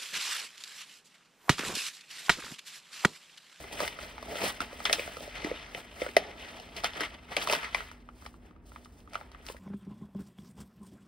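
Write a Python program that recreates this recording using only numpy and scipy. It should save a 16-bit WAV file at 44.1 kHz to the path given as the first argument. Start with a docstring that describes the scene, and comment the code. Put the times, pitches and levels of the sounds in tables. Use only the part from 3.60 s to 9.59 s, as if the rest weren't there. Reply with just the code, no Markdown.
"""A quiet room: a foil-lined lid is peeled off a paper cup, then a foil pouch is lifted out and handled, up close.
Foil snaps in short bursts of chatter that crack, ring the sheet and knock the cup, each through its own resonances.
Between them fingers and seal rustle and snapped foil settles: random clicks ring patches, hiss and boom in the cup.
Below lie dull ventilation noise and two wavering hums, made of filtered noise; a short dense echo follows the foil.
Two microphone ports hear it all, shifted in phase and level against each other."""
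import sys
import numpy as np
from scipy import signal
from scipy.fft import rfft, irfft, next_fast_len
from scipy.io import wavfile
from scipy.ndimage import uniform_filter1d

SR = 44100
rng = np.random.default_rng(int(sys.argv[2]) if len(sys.argv) > 2 else 0)


def transcribe(signal):
    """Save signal, clipped to [-1, 1], as a 16-bit WAV file at the path in sys.argv[1]."""
    frames = np.atleast_2d(signal).T
    limited = np.clip(frames, -1, 1)
    pcm = np.round(limited * 32767).astype(np.int16)
    wavfile.write(sys.argv[1], SR, pcm)


N = 264159   # samples, about 6 s


def from_db(db):
    """Decibels to gain."""
    return 10 ** (np.asarray(db) / 20)


def rms_one(x):
    """Scaled to rms 1."""
    return x / np.sqrt(np.mean(x ** 2) + 1e-20)


def peak_one(x):
    """Scaled to peak 1."""
    return x / np.max(np.abs(x))


def at_hz(points, hz):
    """Reads a spectrum table on a log frequency axis."""
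    table_hz, values = np.transpose(points)
    return np.interp(np.log(hz + 1), np.log(table_hz + 1), values)


def at_s(points, t):
    """Reads a table over time, in straight lines between its points."""
    return np.interp(t, *np.transpose(points))


def colour(x, gain_at):
    """Weights the spectrum of x by a function of frequency."""
    length = x.shape[-1]
    size = next_fast_len(length + SR // 4)
    hz = np.arange(size // 2 + 1) * SR / size
    return irfft(rfft(x, size) * gain_at(hz), size)[..., :length]


def resonance(x, hz, width_hz):
    """Two-pole resonance with gain 1 on top; the narrower, the longer it rings."""
    r = np.exp(-np.pi * width_hz / SR)
    zeros = np.array([1, 0, -1]) * (1 - r * r) / 2
    poles = [1, -2 * r * np.cos(2 * np.pi * hz / SR), r * r]
    return signal.lfilter(zeros, poles, x)


def wander(size):
    """Slow chance, spread 1, changing over about size samples."""
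    smooth = uniform_filter1d(rng.standard_normal(N), size=size)
    return rms_one(uniform_filter1d(smooth, size=size))


def clicks(per_s, spread_db, clump_db):
    """Random clicks of uneven size, growing and shrinking in clumps some 10 ms long."""
    size_db = spread_db * np.minimum(rng.exponential(1, N), 4) + clump_db * wander(size=300)
    sizes = from_db(size_db) * rng.choice([-1, 1], N)
    return sizes * (rng.random(N) < per_s / SR) + 1e-18


# colour of the ventilation noise: (frequency [Hz], relative level [dB per Hz])
AIR_COLOUR = [(25, -44), (38, -4.5), (60, 7.5), (120, -7), (330, -9), (480, -14.5), (1800, -27),
              (3000, -39.5), (7000, -75), (16000, -49.5)]
# hums of the room: (frequency [Hz], width [Hz], level [dB])
HUMS = [(45.6, 4.3, -61), (242.9, 4.5, -62)]
AIR_DB = -55


def room_tone():
    """Dull ventilation noise with two hums: noise in narrow resonances wavers like an unsteady tone."""
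    air = rms_one(colour(rng.standard_normal(N), lambda hz: from_db(at_hz(AIR_COLOUR, hz))))
    out = from_db(AIR_DB) * air
    for hz, width_hz, db in HUMS:
        out += from_db(db) * rms_one(resonance(rng.standard_normal(N), hz, width_hz))
    return out


ECHO_DB, ECHO_T60_S = -9, 0.089


def echo(x):
    """Dense reflections of table and walls, dying away: sound convolved with a decaying burst of noise."""
    t = np.arange(SR // 3) / SR
    tail = rng.standard_normal(len(t)) * from_db(-60 * t / ECHO_T60_S) * (1 - np.exp(-t / 0.00043))
    tail /= np.sqrt(np.sum(tail ** 2))
    return from_db(ECHO_DB) * signal.fftconvolve(x, tail)[:N]


# swells of rustle: fingers rubbing, and foil settling after a snap; rise and fall span 20 dB:
# (peak time [s], rise [s], fall [s], sheet level [dB], cup level [dB], fizz level [dB])
RUSTLE_SWELLS = [(0.0, .05, 0.21, -58, -48.5, -54.5), (0.128, 0.022, 0.094, -46.5, -41, -48.5),
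                 (0.226, 0.078, 0.11, -34, -39, -41.5), (0.416, 0.033, 0.12, -43, -51.5, -51.5),
                 (0.722, 0.088, 0.11, -49, -37.5, -51.5), (0.765, 0.046, 0.13, -47, -53, -51),
                 (0.817, 0.016, 0.06, -36, -36.5, -41.5), (0.841, 0.049, 0.1, -33.5, -36, -38),
                 (0.887, 0.2, 0.051, -32.5, -40, -41.5), (1.016, 0.014, 0.05, -34, -42, -46),
                 (1.257, 0.0068, 0.043, -28, -41, -58.5), (1.341, 0.23, 0.34, -39.5, -46.5, -45),
                 (1.756, 0.033, 0.69, -41, -48, -64), (1.865, 0.074, 0.12, -58, -42, -60),
                 (1.624, 0.014, 0.07, -47.5, -45.5, -47.5), (2.18, 0.092, 0.073, -45.5, -45.5, -52),
                 (2.425, 0.12, 0.16, -42, -45.5, -50), (2.582, 0.041, 0.23, -42.5, -40, -76),
                 (2.7, 0.15, 0.26, -63, -53, -74), (2.825, 0.19, 0.45, -46.5, -53.5, -63.5),
                 (2.95, 0.19, 0.68, -52, -53, -66), (3.172, 0.029, 0.093, -38.5, -45, -55),
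                 (3.245, 0.017, 0.1, -34, -43.5, -50.5), (3.364, 0.019, 0.072, -41.5, -41, -59),
                 (3.419, 0.097, 0.1, -34.5, -42, -53.5), (3.552, 0.083, 0.022, -46, -52.5, -75.5),
                 (3.722, 0.036, 0.063, -38.5, -43.5, -56), (3.772, 0.0058, 0.037, -28.5, -32, -54.5),
                 (3.828, 0.067, 0.031, -33.5, -41.5, -40.5), (3.933, 0.098, 0.078, -27.5, -34, -38.5),
                 (4.045, 0.09, 0.077, -35, -48, -66), (4.161, 0.072, 0.19, -41, -49, -53.5),
                 (4.63, 0.16, 0.2, -62, -64.5, -62), (4.87, 0.15, 0.11, -65.5, -63, -76.5),
                 (5.07, 0.039, 0.77, -72.5, -69.5, -65.5), (5.172, 0.13, 0.17, -62, -64.5, -87),
                 (5.396, 0.065, 0.049, -64, -72, -64), (5.544, 0.054, 0.18, -50, -51.5, -61.5),
                 (5.896, 0.086, 0.095, -49, -63, -53)]
# the fingers' grip, a faint rustle under the swells: (time [s], sheet level [dB])
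FINGER_GRIP = [(0, -51.5), (1.7, -51.5), (2.1, -77.5), (3.2, -66.5), (3.6, -58.5), (4.3, -68.5), (4.8, -86),
               (5.5, -79.5), (5.8, -60), (6, -99)]
GRIP_CUP_DB, GRIP_FIZZ_DB = -4, -16.5   # against the sheet


def handling():
    """Gains of sheet, cup and fizz: the powers of all swells add up over the grip."""
    t = np.arange(0, N + 64, 64) / SR   # a coarse clock is enough for swells
    peak_s, rise_s, fall_s, *levels = np.transpose(RUSTLE_SWELLS)[:, :, None]
    swell = from_db(-20 * np.maximum((peak_s - t) / rise_s, (t - peak_s) / fall_s))
    grip_db = at_s(FINGER_GRIP, t)
    gains = []
    for swell_db, offset_db in zip(levels, (0, GRIP_CUP_DB, GRIP_FIZZ_DB)):
        swells_power = np.sum((from_db(swell_db) * swell) ** 2, axis=0)
        gain = np.sqrt(swells_power + from_db(grip_db + offset_db) ** 2)
        gains.append(np.interp(np.arange(N) / SR, t, gain))
    return gains


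# ringing of the buckled patches: (frequency [Hz], relative level [dB])
PATCH_COLOUR = [(900, -0.5), (1300, 3.5), (2100, 3), (3200, 0), (4500, -10.5), (6000, -12.5)]
# colour of the tiny buckles: (time [s], tilt about 2 kHz [dB per octave])
BUCKLE_TILT = [(0, 0), (0.75, 1.5), (0.9, -1), (1.7, 0.5), (2.6, 0.5), (2.85, 1), (3.1, 1), (3.4, -1),
               (3.76, -1.5), (3.82, 3.5), (3.88, -0.5), (6, -3.5)]
CRACKLE_DB = -8   # larger buckles that ring the whole sheet, against the tiny ones


def sheet_rustle(buckles):
    """Tiny buckles each ring a patch of foil, the smaller the higher; larger ones ring every patch."""
    patch = rng.integers(0, 16, N)
    busy = [wander(size=900) for _ in range(4)]   # small and large patches take turns
    crackle = from_db(CRACKLE_DB) * rms_one(clicks(600, spread_db=3.5, clump_db=1.0))
    tilt_db = at_s(BUCKLE_TILT, np.arange(N) / SR)
    out = np.zeros(N)
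    for k, hz in enumerate(np.geomspace(900, 6000, num=16)):
        own = rms_one(buckles * (patch == k) * from_db(2.0 * busy[k // 4]))
        ring = rms_one(resonance(own + crackle, hz, 0.082 * hz))
        gain = from_db(at_hz(PATCH_COLOUR, hz) + tilt_db * np.log2(hz / 2000)) * np.sqrt(hz)
        out += gain * ring * (-1) ** k   # neighbours in opposite sign
    return rms_one(out)


# colour of the fizz: (frequency [Hz], relative level [dB per Hz])
FIZZ_COLOUR = [(2600, 7), (4000, 8.5), (5500, 8), (7500, 6.5), (10000, 5), (13000, 3.5), (16000, 2.5)]


def fizz_rustle(buckles):
    """The finest buckles come so densely that they merge into a hiss above 2.5 kHz."""
    dense = 0.21 * buckles + clicks(20000, spread_db=3.5, clump_db=2.5)
    fizz = colour(dense, lambda hz: from_db(at_hz(FIZZ_COLOUR, hz)) * (hz > 2500))
    treble = signal.butter(4, 6000, "high", fs=SR, output="sos")
    return fizz / np.std(signal.sosfilt(treble, fizz))   # the level counts above 6 kHz


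# boom of the cup: (frequency [Hz], width [Hz], relative level [dB])
CUP_MODES = [(152, 66, -6), (302, 54, -2.5), (440.4, 100, -0.5), (630, 140, 2), (793, 124, 0.5)]


def cup_boom():
    """The coarsest buckles shake the cup, which booms in its low modes."""
    shakes = clicks(2500, spread_db=2.5, clump_db=1.0)
    out = np.zeros(N)
    for k, (hz, width_hz, db) in enumerate(CUP_MODES):
        out += from_db(db) * rms_one(resonance(shakes, hz, width_hz)) * (-1) ** k
    return rms_one(out)


def rustle():
    """Rustle of fingers, seal and settling foil: sheet, fizz and cup each follow the swells."""
    sheet_gain, cup_gain, fizz_gain = handling()
    buckles = clicks(6000, spread_db=-2.5, clump_db=2.0)
    return sheet_gain * sheet_rustle(buckles) + fizz_gain * fizz_rustle(buckles) + cup_gain * cup_boom()


# bursts of snapping foil; a snap with two rings or a longer knock takes two rows:
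# (time [s], cup frequency [Hz], cup peak level [dB], sheet frequency [Hz], sheet peak level [dB],
# crack peak level [dB])
SNAP_BURSTS = [(0.04, 375, -40.5, 1110, -37.5, -55), (0.203, 544, -24.5, 1070, -19, -25),
               (0.231, 584, -24, 2140, -42, -48), (0.277, 920, -34, 2050, -22, -28),
               (0.388, 560, -38, 1360, -28, -56), (0.428, 597, -36.5, 2400, -43.5, -37),
               (0.58, 850, -39, 1210, -28.5, -54), (0.626, 630, -35.5, 1100, -35, -39),
               (0.755, 573, -28, 1550, -27.5, -46), (0.769, 600, -45, 2830, -31, -38),
               (0.8175, 800, -29, 2200, -24, -45), (0.8361, 448, -24.5, 2410, -36, -46),
               (1.004, 263, -33, 1380, -18, -25), (1.128, 520, -35.5, 1040, -44, -42),
               (1.202, 760, -34.5, 1280, -31.5, -42), (1.253, 660, -44, 3430, -15, -23),
               (1.2538, 900, -41, 1350, -18.5, -43), (1.2962, 695, -25.5, 1896, -14, -60),
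               (1.308, 624, -24.5, 2220, -39, -49), (1.328, 483, -29, 2680, -12, -9),
               (1.3335, 705, -27, 1700, -14.5, -39), (1.383, 480, -31, 1200, -38, -55),
               (1.394, 510, -25.5, 2320, -18.5, -49), (1.476, 660, -30.5, 1510, -29.5, -39),
               (1.568, 483, -34, 1340, -30.5, -37), (1.605, 570, -34, 3120, -41, -41),
               (1.676, 576, -34, 2420, -45, -43), (1.845, 302, -22.5, 2020, -22, -33),
               (1.868, 310, -33, 2200, -38, -55), (1.913, 484, -22, 1930, -31, -63),
               (2.147, 500, -34, 2290, -21.5, -57), (2.417, 508, -19, 2190, -22.5, -54),
               (2.463, 524, -27.5, 1470, -23, -58), (2.489, 365, -39, 2050, -29, -59),
               (2.566, 628, -6.5, 1980, -8.5, -14), (2.998, 700, -35.5, 2720, -39, -39),
               (3.165, 613, -43, 3420, -35, -30), (3.236, 760, -27.5, 1250, -28, -30),
               (3.243, 733, -21, 1350, -15.5, -19), (3.406, 430, -29.5, 1480, -20.5, -24),
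               (3.766, 570, -24.5, 2320, -15, -20.5), (3.8723, 630, -30, 1090, -19.5, -25),
               (3.886, 667, -28, 2490, -28, -30), (3.8977, 615, -21.5, 2660, -15.5, -29),
               (3.925, 620, -26, 2280, -21, -18), (3.933, 557, -29, 1070, -19.5, -24),
               (3.9497, 504, -42, 1590, -20, -30), (4.031, 603, -48, 2220, -26.5, -41),
               (4.1462, 1050, -19.5, 2120, -13.5, -28), (4.205, 514, -51, 1430, -25.5, -50),
               (4.314, 280, -57.5, 1435, -34, -44), (4.488, 810, -46, 1210, -34.5, -73),
               (4.622, 250, -55, 1210, -40, -58), (4.652, 496, -48, 1490, -41, -64),
               (4.661, 600, -65, 2300, -33, -50), (4.663, 827, -38, 1190, -31.5, -39),
               (4.741, 258, -51, 1160, -43, -76), (4.852, 401, -55, 1660, -50, -70),
               (4.909, 269, -48.5, 1264, -46.5, -68.5), (4.962, 249, -55, 1280, -47.5, -73.5),
               (5.118, 552, -54.5, 1240, -38.5, -73.5), (5.16, 650, -54, 1230, -33, -73),
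               (5.247, 318, -57.5, 4230, -63, -46), (5.257, 403, -58, 1180, -41, -63),
               (5.403, 397, -63, 2900, -52, -56), (5.4748, 283, -46.5, 1250, -41, -70),
               (5.496, 403, -63, 2900, -57, -56), (5.533, 860, -52, 1440, -36, -39.5),
               (5.544, 600, -56, 2360, -31, -56), (5.554, 820, -30.5, 1310, -18.5, -41),
               (5.611, 820, -37.5, 1330, -32.5, -65), (5.716, 354, -66, 1010, -46, -47.5),
               (5.747, 265, -73, 1250, -35, -61), (5.865, 248, -58, 1470, -36.5, -34.5),
               (5.886, 693, -41, 2660, -28, -42), (5.898, 466, -32.5, 950, -36, -56),
               (5.945, 524, -41.5, 980, -42.5, -65), (5.966, 500, -60, 1600, -39.5, -66)]
FOLD_S = 0.0027   # dying time of a fold
TICK_LAG_S, CUP_LAG_S = 0.000885, 0.0016   # the sharpest buckle and the knock on the cup follow the first crack
# ring width over pitch: the pouch in the hands is damped
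LID_WIDTH, POUCH_WIDTH, POUCH_FREE_S = 0.16, 0.25, 4.3


def snaps():
    """Foil snaps in short bursts that crack, ring the sheet and thump the cup; some snaps take two bursts."""
    out, t = np.zeros(N + SR), np.arange(SR // 10) / SR
    crack_band = signal.butter(2, [3000, 6500], "band", fs=SR, output="sos")
    air_band = signal.butter(1, [6500, 11000], "band", fs=SR, output="sos")
    # the fold runs out at once, then the sheet around it settles more slowly
    fold = (1 - np.exp(-t / 0.0004)) * (np.exp(-t / FOLD_S) + from_db(-17.5) * np.exp(-t / 0.014))
    # one sharp buckle and one short knock stand out of the chatter
    soon, late = np.maximum(t - TICK_LAG_S, 0), np.maximum(t - CUP_LAG_S, 0)
    buckle = peak_one(soon * np.exp(-soon / 0.0001))
    knock = peak_one(late * np.exp(-late / 0.00028))
    # random signs under the fold's envelope: separate chatter for crack, sheet and cup
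    chatter = rng.choice([-1., 1.], (len(SNAP_BURSTS), 3, len(t))) * fold
    for row, (crack_chatter, sheet_chatter, cup_chatter) in zip(SNAP_BURSTS, chatter):
        s, cup_hz, cup_db, sheet_hz, sheet_db, crack_db = row
        width = POUCH_WIDTH if s > POUCH_FREE_S else LID_WIDTH

        crack = signal.sosfilt(crack_band, crack_chatter)
        crack += from_db(-8.0) * signal.sosfilt(air_band, crack_chatter)

        tick = buckle + 0.46 * sheet_chatter
        sheet = resonance(tick, sheet_hz, width * sheet_hz) + from_db(-17) * resonance(tick, 1900, 2200)
        sheet = resonance(sheet, sheet_hz, 1.5 * sheet_hz)

        push = knock + 0.35 * cup_chatter
        cup = resonance(push, cup_hz, 1.15 * width * cup_hz)
        # a lower wall mode rings along
        cup += 0.47 * resonance(push, 0.69 * cup_hz, 0.91 * width * cup_hz)
        cup = resonance(cup, cup_hz, 0.68 * cup_hz)

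        burst = from_db(crack_db) * peak_one(crack)
        burst += from_db(sheet_db) * peak_one(sheet)
        burst += from_db(cup_db) * peak_one(cup)
        at = round(s * SR)
        out[at:at + len(t)] += burst
    return out[:N]


def scene():
    """The same events in two draws of their fine detail: what the ports share and what is opposed between them."""
    foils = [snaps() + rustle() for _ in range(2)]
    return np.array([foil + echo(foil) + room_tone() for foil in foils])


# phase between the two ports: (frequency [Hz], lead of the left [rad])
PORT_LEAD = [(0, 0), (1200, .1), (1750, 1.2), (2300, 0), (2900, -.45), (5100, -.2), (5450, 1.9),
             (6300, 2.1), (7200, np.pi), (8800, 2 * np.pi), (10000, 6.4), (12000, 9.25), (13300, 9.6),
             (15100, 4 * np.pi)]
# level between the ports: (frequency [Hz], left minus right [dB])
PORT_TILT = [(300, 0), (500, -1.5), (900, -.5), (1400, -3), (2000, 5), (2700, 2.5), (3200, 0), (16000, 0)]
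# what the ports do not share: (frequency [Hz], opposed share of the power [0 to 1])
PORT_APART = [(50, .003), (300, .04), (1000, .15), (1700, .4), (2600, .05), (5000, .04), (6200, .1),
              (7200, .003), (8000, .1), (9500, .005), (11000, .12), (12000, .004), (13300, .004),
              (14200, .12), (15500, .005)]
CUTOFF_HZ = 15700


def record(dry):
    """The ports hear the sound shifted in phase and level against each other; the top is cut."""
    side = np.array([[.5], [-.5]])   # left, right
    shared = colour(dry[0], lambda hz: np.sqrt(1 - at_hz(PORT_APART, hz)))
    # a quarter cycle off, so it favours no side
    opposed = colour(dry[1], lambda hz: 1j * np.sqrt(at_hz(PORT_APART, hz)))

    def port_gain(hz):
        """Half of the level and phase difference goes to each port."""
        return from_db(side * at_hz(PORT_TILT, hz)) * np.exp(1j * side * at_hz(PORT_LEAD, hz))

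    ports = colour(shared + 2 * side * opposed, port_gain)
    return signal.sosfilt(signal.ellip(8, .5, 50, CUTOFF_HZ, fs=SR, output="sos"), ports)


dry = scene()
out = record(dry)
transcribe(out)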